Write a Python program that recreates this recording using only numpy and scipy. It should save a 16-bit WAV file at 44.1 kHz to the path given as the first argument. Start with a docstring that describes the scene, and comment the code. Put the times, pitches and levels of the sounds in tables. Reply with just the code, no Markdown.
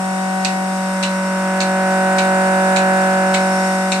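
"""A milking machine's vacuum pump hums in a small farm room.
An induction motor turns its shaft, and four vanes beat and churn the air on every turn.
Air hisses in at the regulator valve, and a soft, low rustle passes early on.
About every 0.58 s the pulsator, a sliding air switch, snaps over with a double click.
The microphone moves in close to the frame, then draws back a little."""
import sys
import numpy as np
from scipy import signal
from scipy.fft import rfft, irfft, next_fast_len
from scipy.io import wavfile

SR = 44100
rng = np.random.default_rng(int(sys.argv[2]) if len(sys.argv) > 2 else 0)


def generate_wav(signal):
    """Clip the signal to [-1, 1] and save it as 16-bit WAV at the path in sys.argv[1]."""
    frames = np.transpose(np.atleast_2d(signal))
    scaled = np.clip(frames, -1, 1) * 32767
    pcm = np.round(scaled).astype(np.int16)
    wavfile.write(sys.argv[1], SR, pcm)


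N = 176400
SHAFT_HZ, VANES = 47.131, 4
EAR_PHASE_RAD = 0.52  # typical phase gap between the ears at 1 kHz


def amp(db):
    """Turn decibels into a gain."""
    return np.exp(np.asarray(db) * (np.log(10) / 20))

def unit(x):
    """Scale a sound to an average (rms) level of 1."""
    return x / np.sqrt(np.mean(x ** 2) + 1e-20)

def at_pitch(points, hz):
    """Read between a table's rows on a log pitch scale."""
    pitches, values = np.transpose(points)
    return np.interp(np.log(hz + 1), np.log(pitches + 1), values)

def over_time(points):
    """Join a table's timed values with straight lines."""
    return np.interp(np.arange(N) / SR, *np.transpose(points))

def pan(db):
    """Two gains that make the left ear louder by db."""
    return amp(np.array([[.5], [-.5]]) * db)

def wobble(per_s):
    """A smooth curve through per_s random values a second."""
    fine = signal.resample_poly(rng.standard_normal(int(N * per_s / SR) + 4), 16, 1)
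    return np.interp(np.arange(N) * per_s / SR * 16, np.arange(len(fine)), fine)

def filtered(x, response):
    """Turn each frequency up or down by response(hz)."""
    n = x.shape[-1]
    padded = next_fast_len(n + 8192)
    return irfft(rfft(x, padded) * response(np.fft.rfftfreq(padded, 1 / SR)), padded)[..., :n]

def shaft_angle(t):
    """The shaft's speed ripples at the motor's slip beat and drifts a little."""
    slip_hz = 5.8
    speed_hz = SHAFT_HZ + 0.035 * np.sin(2 * np.pi * slip_hz * t) + .014 * wobble(2.005)
    return 2 * np.pi * np.cumsum(speed_hz) / SR

def vane_tone(angle, cycles_per_turn):
    """One tone of the hum; higher ones lag, waver and differ more between the ears."""
    khz = cycles_per_turn * SHAFT_HZ / 1000
    lag_rad = 8.5 * khz ** 2  # the housing delays the upper tones
    phase = cycles_per_turn * angle - lag_rad + 0.58 * rng.standard_normal()
    phase += 0.056 * khz * wobble(40)  # fast shimmer
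    ear_shift = np.array([[.5], [-.5]]) * EAR_PHASE_RAD * khz ** 2 * (.5 * wobble(0.75) - 1)
    waver_db = 0.59 * khz * wobble(3.056)
    return np.sqrt(2) * amp(waver_db) * np.sin(phase + ear_shift)

# Tones of the vane beat: harmonic, near_db, far_db, near_pan_db, far_pan_db
VANE_TONES = [(1,-20.5,-23,0.9,-2), (2,-30,-41,-1,-3), (3,-20,-32.5,-2,4.5), (4,-22,-29,-5,10.5),
              (5,-27.5,-31.5,-5.5,2), (6,-37,-38.5,2,2), (7,-35.5,-45,2,-6), (8,-23,-38.5,1.5,1),
              (9,-34,-42.5,-16,1), (10,-34,-36,5,4.5)]
# Quiet and loud spots of the room's standing waves: harmonic, centre_s, half_width_s, gain_db
ROOM_SPOTS = [(2, 1.07, 0.35, -9), (3, .1, .2, -0.5), (4, .42, 0.18, 2.5), (4, 1.18, .27, -14.5),
              (8, .4, 0.19, 6), (9, .05, .2, 3), (9, 1.3, 0.18, -5), (9, 3.7, .25, -4), (10, 0.52, 0.11, 5),
              (10, 0.76, 0.22, -1.5), (10, 3.7, .3, 2.5)]
def pump_hum(t, angle, near):
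    """The vanes' hum grows as the microphone nears; tones dip or swell at spots on the way."""
    hum = np.zeros((2, N))
    for harmonic, near_db, far_db, near_pan_db, far_pan_db in VANE_TONES:
        level_db = far_db + (near_db - far_db) * near
        for spot_harmonic, centre_s, half_width_s, gain_db in ROOM_SPOTS:
            if spot_harmonic == harmonic:
                level_db += gain_db * np.exp(-((t - centre_s) / half_width_s) ** 2)
        pan_db = far_pan_db + (near_pan_db - far_pan_db) * near
        hum += amp(level_db) * pan(pan_db) * vane_tone(angle, VANES * harmonic)
    return hum

# Weaker tones from unequal vanes: cycles_per_turn, near_db, pan_db
SHAFT_TONES = [(1,-74,0), (2,-59,0), (3,-45,2), (5,-41.5,-4), (6,-48,-11), (7,-40.5,-5), (9,-47,0),
               (10,-54,0), (11,-46,-5), (13,-38,-3), (14,-38,-7), (15,-34.5,0), (17,-42.5,3), (18,-44,0),
               (19,-38,10), (21,-38,-3), (22,-38,-9), (23,-38.5,-3), (26,-46.5,18), (27,-37,4.5),
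               (29,-42.5,8), (30,-45,7), (31,-31.5,4), (33,-41,-3), (34,-55,-8), (35,-40,-9.5),
               (39,-41,8.5), (43,-50,5), (44,-42.5,8.5), (47,-40.5,-4), (51,-43,4)]
def shaft_buzz(angle, near):
    """Unequal vanes add a buzz that repeats every turn; the room mixes it differently near and far."""
    taken = [row[0] for row in SHAFT_TONES] + [VANES * row[0] for row in VANE_TONES]
    faint_tones = [(k, rng.normal(-49.5, 3), rng.normal(0, 3)) for k in range(37, 63) if k not in taken]
    turn = np.linspace(0, 2 * np.pi, 4096)

    def buzz_at_one_place():
        """Build one turn's sound and repeat it as the shaft spins."""
        cycle = 0
        for cycles_per_turn, level_db, pan_db in list(SHAFT_TONES) + faint_tones:
            khz = cycles_per_turn * SHAFT_HZ / 1000
            phase = rng.uniform(0, 2 * np.pi) + EAR_PHASE_RAD * khz ** 2 * rng.standard_normal((2, 1))
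            cycle += np.sqrt(2) * amp(level_db) * pan(pan_db) * np.sin(cycles_per_turn * turn + phase)
        return np.array([np.interp(angle % (2 * np.pi), turn, ear) for ear in cycle])

    far_gain = amp(-7) * np.sqrt(1 - near)
    return near * buzz_at_one_place() + far_gain * buzz_at_one_place()

# How alike noise is in the two ears: pitch_hz, likeness_0_to_1
EAR_LIKENESS = [(50, 0.82), (500, 0.87), (1500, 0.28), (3000, 0.08), (9000, 0.04)]
def noise(colour, size=N):
    """Stereo noise at rms 1; colour says how strong each pitch is next to the others."""
    def response(hz):
        spread = np.arccos(at_pitch(EAR_LIKENESS, hz)) / 2
        return amp(at_pitch(colour, hz)) * [np.cos(spread), np.sin(spread)]

    mid, side = filtered(rng.standard_normal((2, size)), response)
    return unit(np.array([mid + side, mid - side]))

# Colour of the air churned in the pump: pitch_hz, gain_db
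CHURN_COLOUR = [(20, -26), (45, -13), (75, -19), (170, -7), (300, -8), (450, -7), (680, -4.5), (950, -3),
                (1400, -5.5), (1900, -5.5), (2650, -9), (3300, -12.5), (5000, -45)]
def air_churn(vane_beat, near):
    """Churned air throbs with the vanes and is a little louder up close."""
    level_db = -33.8 - 3 * (1 - near)
    return amp(level_db) * (1 + 0.43 * vane_beat) * noise(CHURN_COLOUR)

def resonances(hz):
    """Gains for many narrow random peaks and dips, different in each ear."""
    pitches_hz = np.arange(0, SR / 2, 70)
    gains_db = rng.normal(0, 4, (len(pitches_hz), 2))
    return amp([np.interp(hz, pitches_hz, ear) for ear in gains_db.T])

# Colour of the wide hiss: pitch_hz, gain_db
HISS_COLOUR = [(1500, -18), (3200, -12), (3700, -1), (4500, -9), (4900, -0.5), (5200, -6), (5550, 0),
               (6100, -6), (7200, -2), (7900, 1.5), (8400, 1.5), (8850, 2), (9200, -4), (9550, -1),
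               (9900, -14), (10400, -11.5), (11000, -11.5), (12100, -16), (12800, -16), (14500, -25),
               (15700, -32)]
# Loudness of the wide hiss: time_s, level_db
HISS_LEVEL = [(0, -34.5), (.8, -34.5), (1.5, -34), (2.1, -33), (2.7, -32), (3.2, -32.5), (3.65, -31.5),
              (4, -32.5)]
# Colour of a thin hiss near 5.5 kHz: pitch_hz, gain_db
THIN_COLOUR = [(3000, -54), (5100, -15), (5400, 4), (5650, 1), (5950, -15), (8000, -50)]
# Loudness of the thin hiss: time_s, level_db
THIN_LEVEL = [(0, -47), (1.4, -45), (1.85, -46), (2.3, -53), (3.1, -49), (3.6, -36), (4, -51)]
def regulator_hiss(vane_beat):
    """Air drawn through the valve hisses, flickers and throbs gently with the vanes."""
    def flickering(levels):
        return amp(over_time(levels) + .4 * wobble(8.9))

    wide = flickering(HISS_LEVEL) * unit(filtered(noise(HISS_COLOUR), resonances))
    thin = flickering(THIN_LEVEL) * noise(THIN_COLOUR)
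    return (1 + 0.069 * vane_beat) * (wide + thin)

# Colour of the low rustle: pitch_hz, gain_db
RUSTLE_COLOUR = [(150, -37), (290, -13), (350, 2), (410, -5), (700, -35)]
def rustle(t, centre_s=0.55, half_width_s=.12, level_db=-40):
    """A brief, dull rustle swells and fades under the hum."""
    swell = np.exp(-((t - centre_s) / half_width_s) ** 2)
    return amp(level_db) * swell * noise(RUSTLE_COLOUR)

def click(colour, fade_s, delay_s=0, rise_s=0.00038):
    """One hit: noise that starts sharply and falls 60 dB in fade_s."""
    age_s = np.arange(SR // 2) / SR - delay_s
    attack = np.clip(age_s / rise_s, 0, 1)
    return noise(colour, len(age_s)) * attack * amp(-60 * abs(age_s) / fade_s)

# Colour of the slide snapping over: pitch_hz, gain_db
SNAP_COLOUR = [(800, -23), (1800, -15), (2400, 5), (3200, -8), (3900, 7), (4800, -1.5), (6300, -2.5),
               (7900, -2), (9000, -15), (10500, -17), (15000, -38)]
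# Colour of the slide landing: pitch_hz, gain_db
LANDING_COLOUR = [(800, -22), (1700, -14), (2300, 5.5), (2750, 5.5), (3250, -7.5), (3900, 0), (5000, -11),
                  (6500, -7.5), (7900, 0.5), (9000, -22), (11000, -24), (15000, -44)]
# Strokes of the slide: start_s, snap_db, landing_db, landing_delay_s, pan_db
STROKES = [(.4478, -13.5, -16, 0.0049, -10), (1.0278, -16.5, -13.5, 0.006, 2),
           (1.6044, -13.5, -17, .0065, 1), (2.184, -15.5, -16, 0.0042, -1.5),
           (2.7615, -14, -15.5, .0055, -5), (3.341, -15, -13.5, 0.0043, -3),
           (3.9185, -14.5, -15.5, 0.0053, 2)]
def pulsator():
    """The slide snaps over and lands in its seat a few milliseconds later; the room answers."""
    out = np.zeros((2, N + SR))
    for start_s, snap_db, landing_db, landing_delay_s, pan_db in STROKES:
        snap = amp(snap_db) * click(SNAP_COLOUR, fade_s=0.026)
        landing = amp(landing_db) * click(LANDING_COLOUR, fade_s=0.036, delay_s=landing_delay_s)
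        stroke = snap + landing
        start = round(start_s * SR)
        out[:, start:start + stroke.shape[1]] += pan(pan_db) * stroke + room_echo(stroke)
    return out[:, :N]

# Time the room's echo takes to fall 60 dB: pitch_hz, fade_s
ROOM_FADE = [(500, 0.33), (2500, .26), (5000, 0.25), (10000, 0.12)]
def room_echo(x, level_db=-0.5, delay_s=.003):
    """The walls throw the sound back; high pitches die away first."""
    hz, t, spectrum = signal.stft(rng.standard_normal((2, SR // 2)), SR, nperseg=256)
    fade = amp(-60 * t / at_pitch(ROOM_FADE, hz)[:, None])
    _, tail = signal.istft(spectrum * fade, SR, nperseg=256)
    tail /= np.linalg.norm(tail[0])
    tail = np.pad(tail, ((0, 0), (round(delay_s * SR), 0)))
    return amp(level_db) * signal.fftconvolve(x, tail, axes=1)[:, :x.shape[1]]

# The microphone's path toward the pump and partway back: time_s, nearness_0_to_1
MIC_PATH = [(0, 0.04), (.6, 0.04), (1, 0.38), (1.5, 0.61), (1.9, 0.82), (2.4, 0.94), (2.9, 0.98),
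            (3.35, 0.89), (3.7, 0.68), (4, 0.45)]
def scene():
    """Add up all the sounds at the moving microphone."""
    t = np.arange(N) / SR
    near = over_time(MIC_PATH)
    angle = shaft_angle(t)
    vane_beat = np.cos(VANES * angle)
    pump = pump_hum(t, angle, near) + shaft_buzz(angle, near) + air_churn(vane_beat, near)
    return pump + regulator_hiss(vane_beat) + rustle(t) + pulsator()

def record(dry):
    """Cut off the very highest treble."""
    return filtered(dry, lambda hz: hz < 15750)

dry = scene()
out = record(dry)
generate_wav(out)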